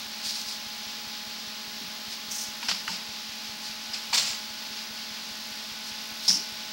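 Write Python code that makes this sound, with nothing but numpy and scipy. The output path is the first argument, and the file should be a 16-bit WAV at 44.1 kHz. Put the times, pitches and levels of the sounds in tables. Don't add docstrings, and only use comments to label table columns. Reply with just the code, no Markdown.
import sys
import numpy as np
from scipy import signal
from scipy.fft import rfft, irfft, next_fast_len
from scipy.io import wavfile
from scipy.ndimage import map_coordinates

SR = 44100
rng = np.random.default_rng(int(sys.argv[2]) if len(sys.argv) > 2 else 0)


def log_audio(samples):
    frames = np.atleast_2d(samples).T
    limited = np.clip(frames, -1, 1)
    pcm = np.round(limited * 32767).astype(np.int16)
    wavfile.write(sys.argv[1], SR, pcm)


def natural_amplitude(level_db):
    exponent = np.asarray(level_db, float) / 20
    return 10 ** exponent


N = 296352
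RING = SR // 5


def line(table, column=1):
    rows = np.array(table)
    return np.interp(np.arange(N) / SR, rows[:, 0], rows[:, column])


def unit(x):
    return x / np.sqrt(np.mean(x ** 2))


def band(x, hz, width):
    return signal.lfilter(*signal.iirpeak(hz, hz / width, fs=SR), x)


def peaks(x, table):
    out = 0
    for hz, width, db in table:
        out = out + natural_amplitude(db) / np.sqrt(width) * band(band(x, hz, width), hz, width)
    return unit(out)


def fade(t60):
    return np.exp(-np.log(1000) * np.arange(RING) / SR / t60)


def ring(hz, t60):
    return np.sin(2 * np.pi * hz * np.arange(RING) / SR) * fade(t60)


def walk(rate):
    steps = rng.standard_normal(int(N / SR * rate) + 4)
    places = np.arange(0, N, 64) * rate / SR + 1
    return 0.67 * map_coordinates(steps, [places], order=3).repeat(64)[:N]


def turns(hz):
    return 2 * np.pi * np.cumsum(hz) / SR


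def grains(rate, spread_db, smear_s):
    clicks = (rng.random(N) < rate / SR) * natural_amplitude(spread_db * rng.exponential(size=N))
    return signal.lfilter([1], [1, -np.exp(-1 / (smear_s * SR))], clicks) * rng.standard_normal(N)


# (frequency [Hz], width [Hz], level [dB])
WALL_BODY = [(2730, 2460, -1), (1355, 2560, -6)]
# (frequency [Hz], width [Hz], level [dB])
GLOVE = [(9900, 6300, -1.2), (13900, 3200, -1.8)]
# (start [s], held [s], grit level [dB])
SLIDE_STROKES = [(.225, 0.063, -31.5), (.32, .055, -35.5), (.395, 0.02, -41), (.455, 0.051, -37),
                 (2.09, 0.01, -38), (3.61, .07, -41), (5.84, .02, -40.5), (6.22, 0.022, -35.5)]
WIPE_STROKES = [(2.303, 0.13, -35)]
JERK_STROKES = [(2.624, .05, -40), (2.683, 0.021, -31), (2.88, 0.055, -35.5), (3.926, 0.01, -35)]
GRIND_STROKES = [(4.128, 0.055, -22.5), (4.25, 0.068, -34.5)]
SNAP_STROKES = [(6.279, 0.049, -20.5)]
# (rim [Hz], rim width [Hz], pipe wall [dB], sheath fizz [dB], glove rustle [dB]), re grit
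SLIDE, WIPE = (4694, 2400, -23, -15, -17), (5898, 1700, -15, -8.5, -9)
JERK, GRIND = (4900, 1300, -3.5, -13, -26), (4700, 2400, -4.5, -7, -17.5)
SNAP = (5348, 1150, -17, -17.5, -25)
# (attack [s], sag while held [dB/s], release once let go [dB/s])
SLIDE_GRIP, WIPE_GRIP, JERK_GRIP = (0.033, 49, 320), (0.011, 12, 220), (0.0086, 27, 146)
GRIND_GRIP, SNAP_GRIP = (0.017, 53, 157), (0.0018, 60, 168)
# (frequency [Hz], width [Hz])
SLIDE_FIZZ, WIPE_FIZZ, JERK_FIZZ = (8300, 6500), (7600, 3900), (7300, 2100)
GRIND_FIZZ, SNAP_FIZZ = (7300, 1100), (9900, 4900)
ATTACK_FROM_DB, TREBLE_FADE = 12, 1.43


def dragging():
    grit = grains(2500, 1.8, 0.003) * natural_amplitude(0.7 * walk(45))
    out, t = np.zeros(N), np.arange(N) / SR
    kinds = [(SLIDE_STROKES, SLIDE, SLIDE_GRIP, SLIDE_FIZZ),
             (WIPE_STROKES, WIPE, WIPE_GRIP, WIPE_FIZZ),
             (JERK_STROKES, JERK, JERK_GRIP, JERK_FIZZ),
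             (GRIND_STROKES, GRIND, GRIND_GRIP, GRIND_FIZZ),
             (SNAP_STROKES, SNAP, SNAP_GRIP, SNAP_FIZZ)]
    wall = peaks(np.roll(grit, 150), WALL_BODY)
    rustle = peaks(np.roll(grit, 450), GLOVE)
    for strokes, contact, (attack, sag, release), (fizz_hz, fizz_width) in kinds:
        rim_hz, rim_width, wall_db, fizz_db, rustle_db = contact
        fizz = peaks(np.roll(grit, 300), [(fizz_hz, fizz_width, 0)])
        low = peaks(grit, [(rim_hz, rim_width, 0)]) + natural_amplitude(wall_db) * wall
        high = natural_amplitude(fizz_db) * fizz + natural_amplitude(rustle_db) * rustle
        for s, held, db in strokes:
            at = slice(int(s * SR), int(s * SR) + SR // 2)
            age = t[at] - s - attack
            rise_db = db + ATTACK_FROM_DB * np.minimum(age / attack, 0)
            fall_db = -sag * np.clip(age, 0, held) - release * np.maximum(age - held, 0)
            out[at] += natural_amplitude(rise_db + fall_db) * low[at]
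            out[at] += natural_amplitude(rise_db + TREBLE_FADE * fall_db) * high[at]
    return out


# (time [s], peak level [dB], ring [Hz], wall share [dB], contact time [s])
RIM_KNOCKS = [(2.627, -24, 2550, 0.5, 0.0044), (2.685, -11, 4800, -10.5, .001),
              (2.698, -15, 4730, -28, .001), (2.712, -11, 4430, -11.5, .001), (2.878, -19, 1410, -5, .0003),
              (3.93, -32, 4900, -32, 0.0012), (4.131, -12.5, 4300, -9.5, 0.0016),
              (6.28, -20, 4800, -27, 0.00089), (6.284, -3, 5170, -43, 0.0011), (6.293, -1, 5250, -50, .001),
              (6.303, -4, 5080, -32, .001), (6.311, -6, 5400, -40, .001), (6.28, -19, 3900, -30, .001),
              (6.294, -19, 3900, -30, .001)]
# (ratio to WALL_HZ [-], level [dB], t60 [s])
WALL_MODES = [(1, -4, 0.037), (1.25, -28, .03), (1.65, -10.5, 0.075), (2.1, -14.5, 0.067),
              (2.85, -2.5, 0.041), (3.3, 4, 0.013)]
WALL_HZ, CRACK_T60_S, RATTLE_T60_S = 900, 0.025, 0.031


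def knocks():
    out = np.zeros(N + SR)
    for s, db, hz, wall_db, contact in RIM_KNOCKS:
        swell = 1 - np.exp(-np.arange(RING) / (contact * SR))
        detune = 1 + 0.03 * rng.standard_normal(len(WALL_MODES))
        noise = rng.standard_normal((2, RING))
        crack = band(band(noise[0], hz, 0.15 * hz), hz, 0.3 * hz) * fade(CRACK_T60_S)
        crack = crack / abs(crack).max()
        wall = 0
        for (ratio, mode_db, t60), d in zip(WALL_MODES, detune):
            wall = wall + natural_amplitude(mode_db) * ring(WALL_HZ * ratio * d, t60)
        rattle = natural_amplitude(13.5) * band(band(noise[1], 1430, 2600), 1430, 2600) * fade(RATTLE_T60_S)
        start = int(s * SR)
        out[start:start + RING] += natural_amplitude(db - 6.5) * (crack + natural_amplitude(wall_db + 4) * swell * (wall + rattle))
    return signal.sosfilt(signal.butter(4, 600, "high", fs=SR, output="sos"), out[:N])


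# (time [s], peak level [dB], frequency [Hz])
BOOMS = [(1.812, -40.5, 226), (1.84, -44, 182), (1.811, -51.5, 407), (2.641, -43.5, 233),
         (2.715, -42, 189.5), (2.9, -41, 183), (4.15, -51, 182), (4.19, -48.5, 140), (6.293, -36.5, 193.3),
         (6.315, -46, 170), (6.355, -42.5, 293), (2.628, -38, 960), (2.683, -50, 800), (6.28, -44, 630),
         (6.398, -51, 407), (2.711, -43, 830), (2.89, -34, 900), (4.128, -26.5, 915), (4.145, -34, 968),
         (6.279, -38, 886), (6.335, -44, 883)]
THUD_T60_S, THUD_LOSS = 0.24, 0.8


def thuds():
    out = np.zeros(N + SR)
    for s, db, hz in BOOMS:
        t60 = THUD_T60_S * (200 / hz) ** THUD_LOSS
        swell = 1 - np.exp(-np.arange(RING) * hz / (1.5 * SR))
        modes = ring(hz, t60) + 0.38 * ring(1.12 * hz, t60)
        start = int(s * SR)
        out[start:start + RING] += natural_amplitude(db + 4.5) * swell * modes
    return out[:N]


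# (time [s], frequency [Hz])
BLADE_RATE = [(0, 209.75), (1.1, 209.52), (5.9, 212.0), (6.72, 212.1)]
# (multiple [-], first level [dB], last level [dB])
BLADE_TONES = [(1, -59, -59), (2, -69, -73), (3, -63, -62), (4, -54, -55), (5, -62, -63), (6, -65, -66),
               (7, -62, -55), (8, -65, -65), (12, -66, -63)]
# (time [s], frequency [Hz])
MOTOR_RATE = [(0, 44.48), (6.72, 44.358)]
# (multiple [-], level [dB], lag [rad])
MOTOR_TONES = [(2, -100, 6), (4, -71.5, 2), (5, -54.5, 0), (6, -65.5, 2.5), (7, -72, -0.5)]
FAN_START, MOTOR_START = -0.65, -0.48


def motors():
    fan = turns(line(BLADE_RATE)) + FAN_START + 0.005 * walk(6.8)
    motor = turns(line(MOTOR_RATE)) + MOTOR_START
    along = np.arange(N) / N
    tones = 0
    for k, first_db, last_db in BLADE_TONES:
        level_db = first_db + (last_db - first_db) * along + 1.6 * walk(4.2)
        tones = tones + natural_amplitude(level_db) * np.cos(k * fan)
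    for k, db, lag in MOTOR_TONES:
        tones = tones + natural_amplitude(db) * np.cos(k * motor + lag)
    return np.sqrt(2) * tones


# (frequency [Hz], level [dB per Hz])
AIR_COLOUR = [(25, -16), (60, -19.5), (110, -19), (200, -8.5), (330, -15), (520, -14), (800, -9),
              (1500, -7.5), (2800, -3), (4900, 1), (6000, -5.5), (8300, -19), (11000, -30.5), (15800, -49)]
AIR_DB = -38


def air():
    size = next_fast_len(N)
    octaves = np.log2(np.maximum(np.arange(size // 2 + 1) * SR / size, 1))
    hz, db = np.transpose(AIR_COLOUR)
    noise = rfft(rng.standard_normal(size)) * natural_amplitude(np.interp(octaves, np.log2(hz), db, -60))
    out, swell = 0, walk(0.77)
    for octave in range(4, 16, 2):
        share = np.clip(1 - abs(octaves - octave) / 2, 0, 1)
        out = out + irfft(noise * share, size)[:N] * natural_amplitude(0.3 * swell + 0.8 * walk(14))
    return unit(out) * natural_amplitude(AIR_DB)


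# (time [s], level [dB])
BRIGHTNESS = [(0.0, -58), (0.26, -57), (2.21, -57.5), (3.95, -63), (4.25, -56), (5.69, -62), (6.72, -58)]
# (frequency [Hz], level re whistle [dB], phase [rad])
WHISTLE_SIDES = [(15747.17, -4, 0), (15777.5, -20, 0), (15674.45, -7, 2.8), (15614.51, -13, .8),
                 (15434.69, -14, 2.), (15374.75, -15, 4.)]
LINE_HZ, LINES_PER_FRAME = 15734.39, 525
BLANK_S, BLANK_LENGTH_S = 0.016798, 0.0008


def picture_leak():
    size, frame = 2 ** 14, LINES_PER_FRAME / LINE_HZ
    f = np.arange(size // 2 + 1) / frame + 1e-9

    def lag(s):
        return np.exp(-2j * np.pi * f * s)

    fields = lag(BLANK_S) + lag(BLANK_S + frame / 2 + 0.5 / LINE_HZ)
    edges = 1 + lag(BLANK_LENGTH_S) + 0.2 * lag(0.00205)
    edges = edges * np.exp(-((f - 11900) / 3300) ** 2)
    step = -(1 - lag(BLANK_LENGTH_S)) / (1 + 1j * f / 220) / (1 + (f / 3500) ** 2)
    shape = natural_amplitude(-55.5) * unit(irfft(fields * edges)) + natural_amplitude(-63.5) * unit(irfft(fields * step))
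    t, whistle_db = np.arange(N) / SR, line(BRIGHTNESS)
    buzz = np.interp(t % frame, np.arange(size) * frame / size, shape)
    buzz = buzz * natural_amplitude(1.9 * walk(3.15) + 0.15 * (whistle_db + 57))
    tones = np.cos(2 * np.pi * LINE_HZ * t)
    for hz, db, start in WHISTLE_SIDES:
        tones = tones + natural_amplitude(db) * np.cos(2 * np.pi * hz * t + start)
    return buzz + np.sqrt(2) * natural_amplitude(whistle_db + 2.5) * tones


TICK_S, TICK_PERIOD_S, TICK_LENGTH_S = 0.0611, 0.201971, 0.0038


def supply_ticks():
    starts = (np.arange(TICK_S, N / SR - TICK_LENGTH_S, TICK_PERIOD_S) * SR).astype(int)
    chance = rng.standard_normal((len(starts), 2))
    edges, pings = np.zeros(N), np.zeros(N)
    edges[starts] = -natural_amplitude(1.2 * chance[:, 0])
    edges[starts + int(TICK_LENGTH_S * SR)] = natural_amplitude(1.2 * chance[:, 0])
    sag = signal.lfilter([1], [1, -np.exp(-1 / (0.0012 * SR))], edges)
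    soft = signal.sosfilt(signal.butter(2, 900, fs=SR, output="sos"), sag)
    pings[starts] = natural_amplitude(-55 + 4 * chance[:, 1])
    return natural_amplitude(-41.5) * soft + np.convolve(pings, ring(8150, 0.034))[:N]


def amplifier_hiss():
    return natural_amplitude(-53) * rng.standard_normal(N)


def scene():
    cable = dragging() + knocks() + thuds()
    console = motors() + air()
    electronics = picture_leak() + supply_ticks() + amplifier_hiss()
    return (cable + console + electronics)[None]


def top_cut(x):
    return signal.sosfilt(signal.butter(12, 17030, fs=SR, output="sos"), x)


def record(dry):
    low_pass = signal.ellip(10, 0.3, 80, 15830, fs=SR, output="sos")
    mix = signal.sosfilt(low_pass, dry)
    return top_cut(mix)


dry = scene()
out = record(dry)
log_audio(out)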